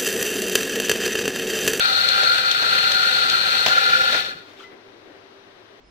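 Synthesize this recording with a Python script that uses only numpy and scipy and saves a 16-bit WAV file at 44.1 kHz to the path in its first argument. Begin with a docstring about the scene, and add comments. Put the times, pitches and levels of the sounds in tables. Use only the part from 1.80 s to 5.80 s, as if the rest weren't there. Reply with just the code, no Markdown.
"""An electric coffee grinder crushes beans close by, over the steady air noise of a small cafe room.
Tiny cracks and the rubbing of its burrs (the grinding wheels) make its housing ring; single beans snap.
Near 1.9 s a knock changes the load, and the housing rings more hollow.
At 2.4 s the motor is switched off and runs down with a groan.
Last, near 2.8 s, the metal filter basket scrapes and squeaks as it slides off its fork."""
import sys
import numpy as np
from scipy import signal
from scipy.fft import rfft, irfft
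from scipy.io import wavfile

SR = 44100
rng = np.random.default_rng(int(sys.argv[2]) if len(sys.argv) > 2 else 0)


def dump_mix(stems):
    """Bounce the given channels to the path in sys.argv[1] as a 16-bit WAV at rate SR."""
    frames = np.atleast_2d(stems).T  # one column per channel
    limited = np.clip(frames, -1, 1)  # hard clip at full scale
    pcm = np.round(limited * 32767).astype(np.int16)
    wavfile.write(sys.argv[1], SR, pcm)


N = 176400
T = np.arange(N) / SR


def amp(db):
    """Turns decibels into a number to multiply by."""
    return 10 ** (np.asarray(db) / 20)


def evened(x):
    """Scales a signal to an average (rms) size of 1."""
    return x / np.sqrt(np.mean(x ** 2) + 1e-20)


def at_pitch(points, hz):
    """Reads between the rows of a table, along a musical (log) pitch scale."""
    pitches, values = np.transpose(points)
    return np.interp(np.log(hz + 1), np.log(pitches + 1), values)


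def over_time(points):
    """Joins the (time, value) rows of a table with straight lines."""
    return np.interp(T, *np.transpose(points))


def pan(db):
    """Left and right gains that make the left side louder by db."""
    return amp(np.array([[.5], [-.5]]) * db)


def colour(x, spectrum, balance=((1, 0), (2, 0))):
    """Filters white noise so that each pitch gets its own level and left-right balance."""
    hz = abs(np.fft.fftfreq(4096, 1 / SR))
    log_gain = np.log(amp(at_pitch(spectrum, hz)) * pan(at_pitch(balance, hz)) * np.sqrt(SR / 2))
    taps = np.fft.ifft(np.exp(np.conj(signal.hilbert(log_gain)))).real  # rings only after a hit
    return signal.oaconvolve(x, taps[:, :len(hz) // 2], axes=1)[:, :N]


def stereo(a, b, likeness):
    """Mixes two noises into left and right; likeness 1 is the same, 0 unrelated, -1 opposite."""
    same = np.clip(at_pitch(likeness, np.fft.rfftfreq(N, 1 / SR)), -1, 1)
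    right = irfft(same * rfft(a) + np.sqrt(1 - same ** 2) * rfft(b), N)
    return np.array([a, right])


def resonate(x, hz, width_hz):
    """Rings at one pitch; the result is complex, so its wave can be shifted."""
    turn = np.exp(2j * np.pi * hz / SR)
    fade = np.exp(-np.pi * abs(width_hz) / SR)
    return 2 * signal.lfilter([(1 - fade) ** 2], [1, -2 * fade * turn, (fade * turn) ** 2], x)


def wander(hz):
    """A random wobble, mostly slower than hz."""
    smoothing = 1 + (np.fft.rfftfreq(N, 1 / SR) / hz) ** 2
    return evened(irfft(rfft(rng.standard_normal(N)) / smoothing, N))


def fuzzy_tone(hz, width_hz):
    """Noise narrowed to one pitch; the wider, the rougher."""
    return evened(resonate(rng.standard_normal(N), hz, width_hz).real)


# Steady rush of air: pitch_hz, level_db_per_hz
AIR_RUSH = [(20, -91), (50, -112), (105, -80), (150, -93.5), (260, -83), (400, -78), (520, -83), (630, -81),
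            (800, -85), (1800, -87), (2400, -91), (3900, -91.5), (4600, -96.5), (5300, -99), (6200, -102),
            (6800, -112), (10000, -115), (16000, -119)]
# Low air noise that comes and goes: pitch_hz, level_db_per_hz
AIR_SWELL = [(20, -100), (100, -95), (180, -95), (290, -78.5), (450, -83.5), (620, -85), (900, -94.5),
             (2000, -94.5), (6000, -125)]
# How far the air leans left: pitch_hz, left_minus_right_db
AIR_BALANCE = [(60, 0.7), (180, 3.5), (550, 5.1), (1650, 8.9), (4970, 9.5), (15000, 2.7)]
# How alike its two sides are: pitch_hz, likeness
AIR_LIKENESS = [(60, 0.67), (180, 1), (550, 0.28), (1650, -0.23), (4970, -0.27), (15000, -0.51)]
def air():
    """Ventilation: a steady rush, slow low swells and a wavering hum."""
    rush = colour(stereo(*rng.standard_normal((2, N)), AIR_LIKENESS), AIR_RUSH, AIR_BALANCE)
    swells = colour(stereo(*rng.standard_normal((2, N)), AIR_LIKENESS), AIR_SWELL, AIR_BALANCE)
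    swells *= amp(4.0 * wander(hz=8))
    hum = pan(-5) * amp(-56.5) * fuzzy_tone(hz=392.3, width_hz=17)
    return rush + swells + hum


# Time the echo takes to fade by 60 dB: pitch_hz, fade_s
ECHO_FADE = [(100, 1), (1500, 0.62), (4500, 0.71), (12000, 0.1)]
def room_echo(x):
    """The walls return a blur of echoes, each pitch fading at its own speed."""
    hz, t, noise = signal.stft(rng.standard_normal((2, SR // 2)), SR, nperseg=256)
    fade = amp(-60 * t / at_pitch(ECHO_FADE, hz)[:, None])
    tail = signal.istft(noise * fade * (t > .005), SR, nperseg=256)[1]
    return signal.fftconvolve(x, tail / np.linalg.norm(tail[0]), axes=1)[:, :N]


def crunch(cracks_per_s=2500, spread_db=3, crack_share=0.6):
    """The hiss of rubbing, mixed with many tiny cracks of random size."""
    sizes = amp(spread_db * np.minimum(rng.exponential(1, N), 5)) * rng.choice([-1, 1], N)
    cracks = evened(sizes * (rng.random(N) < cracks_per_s / SR))
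    return np.sqrt(crack_share) * cracks + np.sqrt(1 - crack_share) * rng.standard_normal(N)


# The basket catching on its fork: start_s, length_s, pitch_hz, level_db, width_hz
SQUEAKS = [(2.772, 0.012, 3530, -53, 298), (2.794, 0.0074, 3280, -44.5, 257),
           (2.799, 0.011, 1320, -44.5, 170), (2.828, .012, 1347, -48, 120), (2.821, 0.0098, 3090, -49, 149),
           (2.822, 0.025, 3980, -69, 86), (2.836, 0.016, 2030, -45.5, 22.2)]
# How the scrape grows and fades: time_s, gain_db
SCRAPE_LEVEL = [(2.6, -23), (2.7, -7.5), (2.76, -13.5), (2.8, -6.5), (2.84, -7), (2.87, -13), (2.95, -37)]
# Tone colour of the scrape: pitch_hz, level_db_per_hz
SCRAPE_COLOUR = [(100, -105), (1000, -79.5), (3500, -77), (5500, -87), (8000, -97), (10000, -102),
                 (16000, -102)]
def basket(rise_s=0.0061, ring_cycles=110, overtone_db=-18):
    """Metal scrapes on metal, catching in short unsteady squeaks that ring on."""
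    squeaks = np.zeros(N)
    for start_s, length_s, hz, db, width_hz in SQUEAKS:
        phase = 2 * np.pi * np.cumsum(hz + .5 * width_hz * wander(hz=244)) / SR
        rise = np.clip((T - start_s) / rise_s, 0, 1)
        fade = np.exp(-np.maximum(T - start_s - length_s, 0) * (hz / ring_cycles + width_hz / 2))
        wave = np.sin(phase) + amp(overtone_db) * np.sin(2 * phase)
        squeaks += amp(db) * rise * fade * np.sqrt(2) * wave
    scrape = colour(amp(over_time(SCRAPE_LEVEL)) * np.array([crunch(), crunch()]), SCRAPE_COLOUR)
    return pan(4.5) * (squeaks + scrape)


def blows(hits, spectrum, crack_s, rattle_db, rattle_s, push_db, pan_db, likeness):
    """Each blow is a blunt push and a short crack, then a weaker rattle of loose parts."""
    power, push = np.zeros((2, N))
    for start_s, db in hits:
        after = slice(round(start_s * SR), round(start_s * SR) + SR // 2)
        age = T[after] - T[after][0]
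        fade = np.exp(-age / crack_s) + amp(rattle_db) * np.exp(-age / rattle_s)
        power[after] += (amp(db) * fade) ** 2
        push[after] += amp(db + push_db) * np.exp(-age / 0.00025)
    noise = stereo(*rng.standard_normal((2, N)), [(600, likeness), (2500, 0.02)])
    return pan(pan_db) * colour(push + np.sqrt(power) * noise, spectrum)


# Each thud: start_s, gain_db
THUDS = [(.43, -5.5), (.825, -6.5), (1.06, -23), (1.097, -8.5), (1.884, -8), (2.33, -8), (2.345, -3)]
# Tone colour of a thud: pitch_hz, level_db_per_hz
THUD_COLOUR = [(30, -84), (150, -63), (260, -65.5), (400, -56.5), (620, -51.5), (850, -56.5), (1150, -60),
               (1800, -51), (3500, -59), (6000, -64), (9000, -90), (16000, -100)]
def thuds():
    """Dull thuds as the load catches and the switch opens."""
    return blows(THUDS, THUD_COLOUR, crack_s=0.0064, rattle_db=-5, rattle_s=0.05,
                 push_db=-12, pan_db=2.5, likeness=0.77)


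# The knock and its bounces: start_s, gain_db
KNOCKS = [(1.8625, 0.5), (1.8665, -4.5), (1.8821, -4.5)]
# Tone colour of the knock: pitch_hz, level_db_per_hz
KNOCK_COLOUR = [(30, -83), (160, -52), (330, -62), (650, -44.5), (1050, -48.5), (1500, -55), (3200, -44.5),
                (4500, -54.5), (5700, -54), (7200, -60), (9000, -77), (16000, -66)]
def knock():
    """A sharp knock on the housing bounces twice."""
    return blows(KNOCKS, KNOCK_COLOUR, crack_s=0.0024, rattle_db=-12, rattle_s=0.05,
                 push_db=-2.5, pan_db=4, likeness=0.37)


# Each bean that snaps: start_s, gain_db
SNAPS = [(.1466, -19), (.288, -1.5), (.435, -9), (.7138, -1), (.7175, -8), (1.1194, -2.5), (1.3374, -13),
         (1.499, 0)]
# Tone colour of a snap: pitch_hz, level_db_per_hz
SNAP_COLOUR = [(100, -68), (1500, -73), (3800, -42), (6000, -58), (9000, -68), (12500, -76), (16000, -74)]
def bean_snaps():
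    """Single beans break with a bright crack."""
    return blows(SNAPS, SNAP_COLOUR, crack_s=0.0029, rattle_db=-22, rattle_s=0.045,
                 push_db=-2, pan_db=5.5, likeness=.3)


# Thin whine of the motor: pitch_hz, level_db
WHINE = [(9190, -63), (10220, -66), (13110, -65)]
def motor(force, after_knock):
    """The motor whines and drones, droning louder after the knock, and groans as it slows."""
    drone = force * amp(-45 + 5 * after_knock) * fuzzy_tone(hz=524.3, width_hz=43.5)
    slowing = np.exp(-((T - 2.51) / .07) ** 2)  # a short swell around 2.51 s
    groan = amp(-50) * slowing * fuzzy_tone(hz=178, width_hz=85)
    whine = force * sum(amp(db) * fuzzy_tone(hz, width_hz=36) for hz, db in WHINE)
    return pan(1) * (drone + groan) + whine


# Pitches at which the housing rings:
# pitch_hz, width_hz, level_db_per_hz, left_minus_right_db, left_lead_rad, change_after_knock_db
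HOUSING_RINGS = [(426, 39, -65.5, 13, 1.5, 1), (777.4, 51, -55, 2.5, -2, 2.5),
                 (1261, 51, -56.5, -10, -3.34, -4), (1374, 88, -44.5, 4.5, -2.5, 2),
                 (1427.7, 66.5, -39.5, 0.5, -2.5, 3.5), (1570, 78, -53.5, -3, -1, -14),
                 (1709, 73, -57, 5.5, 4, 7.5), (2027, 39, -56.5, 8, 1, -0.5),
                 (2404, 107, -60.5, 17.5, -4.5, -1), (3682, 157, -60.5, 13.5, 2.5, 2.5),
                 (3824, 165, -54, 8, 5, -2.5), (4252, 200, -50.5, 14, 1.45, -3.5),
                 (4450, 200, -60.5, 14, 2.5, -2.5), (5560, 260, -72.5, 6.5, 1, 6),
                 (8150, 316, -73.5, 10.5, 1.5, -5), (11920, 250, -78, 13, 1.5, -3)]
def housing(force, after_knock):
    """Crushing makes the housing ring, more hollow after the knock."""
    out = np.zeros((2, N))
    for hz, width_hz, db, pan_db, lead_rad, change_db in HOUSING_RINGS:
        shaking = force * crunch() * amp(db + change_db * after_knock)
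        ring = resonate(shaking, hz, width_hz) * np.sqrt(SR / 2)
        out += pan(pan_db) * np.array([ring.real, (ring * np.exp(-1j * lead_rad)).real])
    return out


# How hard the grinder works: time_s, gain_db
LOAD = [(0, 1), (.3, 0.5), (.5, .5), (.74, -1.5), (.98, 1), (1.2, 0), (1.7, 0), (2.05, 0), (2.3, -0.5),
        (2.39, -0.5)]
def burr_force(off_s=2.402, halt_s=2.505, still_s=2.59, shaft_hz=24.54):
    """The force follows the load, chatters and throbs with the shaft; switched off, it dies away."""
    drop_db = 5 * np.clip((T - off_s) / 0.014, 0, 1)
    coast_db = 62 * np.maximum(T - off_s, 0)
    halt_db = 185 * np.clip(T - halt_s, 0, .035) + 118 * np.maximum(T - still_s, 0)
    chatter_db = 0.59 * wander(hz=70)
    throb = 1 + 0.042 * np.sin(2 * np.pi * shaft_hz * T)
    return amp(over_time(LOAD) - drop_db - coast_db - halt_db + chatter_db) * throb


# Ups and downs in the grinding: time_s, ring_gain_db, grit_gain_db
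SWELLS = [(0, 0.5, 5), (.08, 1, -3), (.22, -2, -3), (.32, 0, 0), (.5, 2.5, -1.5), (.72, -3, 0),
          (.85, 1, -1), (.99, -0.5, 1), (1.1, -3, -1.5), (1.23, 0, -.5), (1.38, -4.5, -0.5),
          (1.55, .5, -0.5), (1.76, -4.5, 0), (1.87, -3, -2), (1.95, -1.5, 0.5), (2.18, 0, 1.5),
          (2.28, -4.5, 0), (2.39, -6.5, 0.5)]
def swell(x, ring_hz=1420, ring_span_hz=190, grit_hz=2500, grit_span_hz=920):
    """The hollow ring and the gritty middle pitches each grow louder and softer."""
    times, ring_db, grit_db = np.transpose(SWELLS)
    hz, spectrum = np.fft.rfftfreq(N, 1 / SR), rfft(x)
    for centre, span, db in (ring_hz, ring_span_hz, ring_db), (grit_hz, grit_span_hz, grit_db):
        band = irfft(spectrum * np.exp(-((hz - centre) / span) ** 2), N)
        x = x + (amp(np.interp(T, times, db)) - 1) * band
    return x


# Tone colour of the grinding: pitch_hz, level_db_per_hz
GRIND_COLOUR = [(20, -74.5), (100, -72), (200, -71), (450, -74), (650, -67), (900, -71), (1150, -74.5),
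                (1500, -74), (1800, -55.5), (2220, -64.5), (2600, -60), (3000, -61.5), (3200, -63),
                (3450, -56), (4050, -60.5), (4500, -60), (4800, -65), (5200, -72), (5800, -70), (6800, -77),
                (7800, -78.5), (8700, -82.5), (11500, -82.5), (12700, -84.5), (15800, -83.5)]
# How far the grinding leans left: pitch_hz, left_minus_right_db
GRIND_BALANCE = [(30, 4), (300, 8.5), (1000, 9), (2200, 0.5), (3000, 11), (3600, 3), (4300, 1.5), (5200, 4),
                 (6500, 1), (7600, 4.5), (9500, 1.5), (15000, 2)]
# How alike its two sides are: pitch_hz, likeness
GRIND_LIKENESS = [(30, -0.24), (150, 0.49), (500, -0.023), (900, 0.43), (1800, -0.72), (2400, 0.25),
                  (3300, -.25), (4200, -0.56), (5000, -0.15), (7000, -0.08)]
def grinder(load_change_s=1.885):
    """The burrs crush beans; the same force drives the ringing housing and the motor's sound."""
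    force = burr_force()
    after_knock = np.clip((T - load_change_s) / 0.016, 0, 1)  # 0 before, 1 after
    crushing = force * stereo(crunch(), crunch(), GRIND_LIKENESS)
    grinding = colour(crushing, GRIND_COLOUR, GRIND_BALANCE)
    return swell(grinding + housing(force, after_knock) + motor(force, after_knock))


def scene():
    """The nearby sounds, their echo and the air of the room."""
    near = bean_snaps() + knock() + thuds() + grinder() + basket()
    return near + amp(-18) * room_echo(near) + air()


def record(dry, ceiling=.92, top_hz=15850):
    """Rounds off the tallest peaks, then removes the very highest pitches."""
    rounded = dry / (1 + (dry / ceiling) ** 8) ** (1 / 8)
    low_pass = signal.firwin(511, top_hz, window=("kaiser", 9), fs=SR)
    return signal.oaconvolve(rounded, low_pass[None], "same")


dry = scene()
out = record(dry)
dump_mix(out)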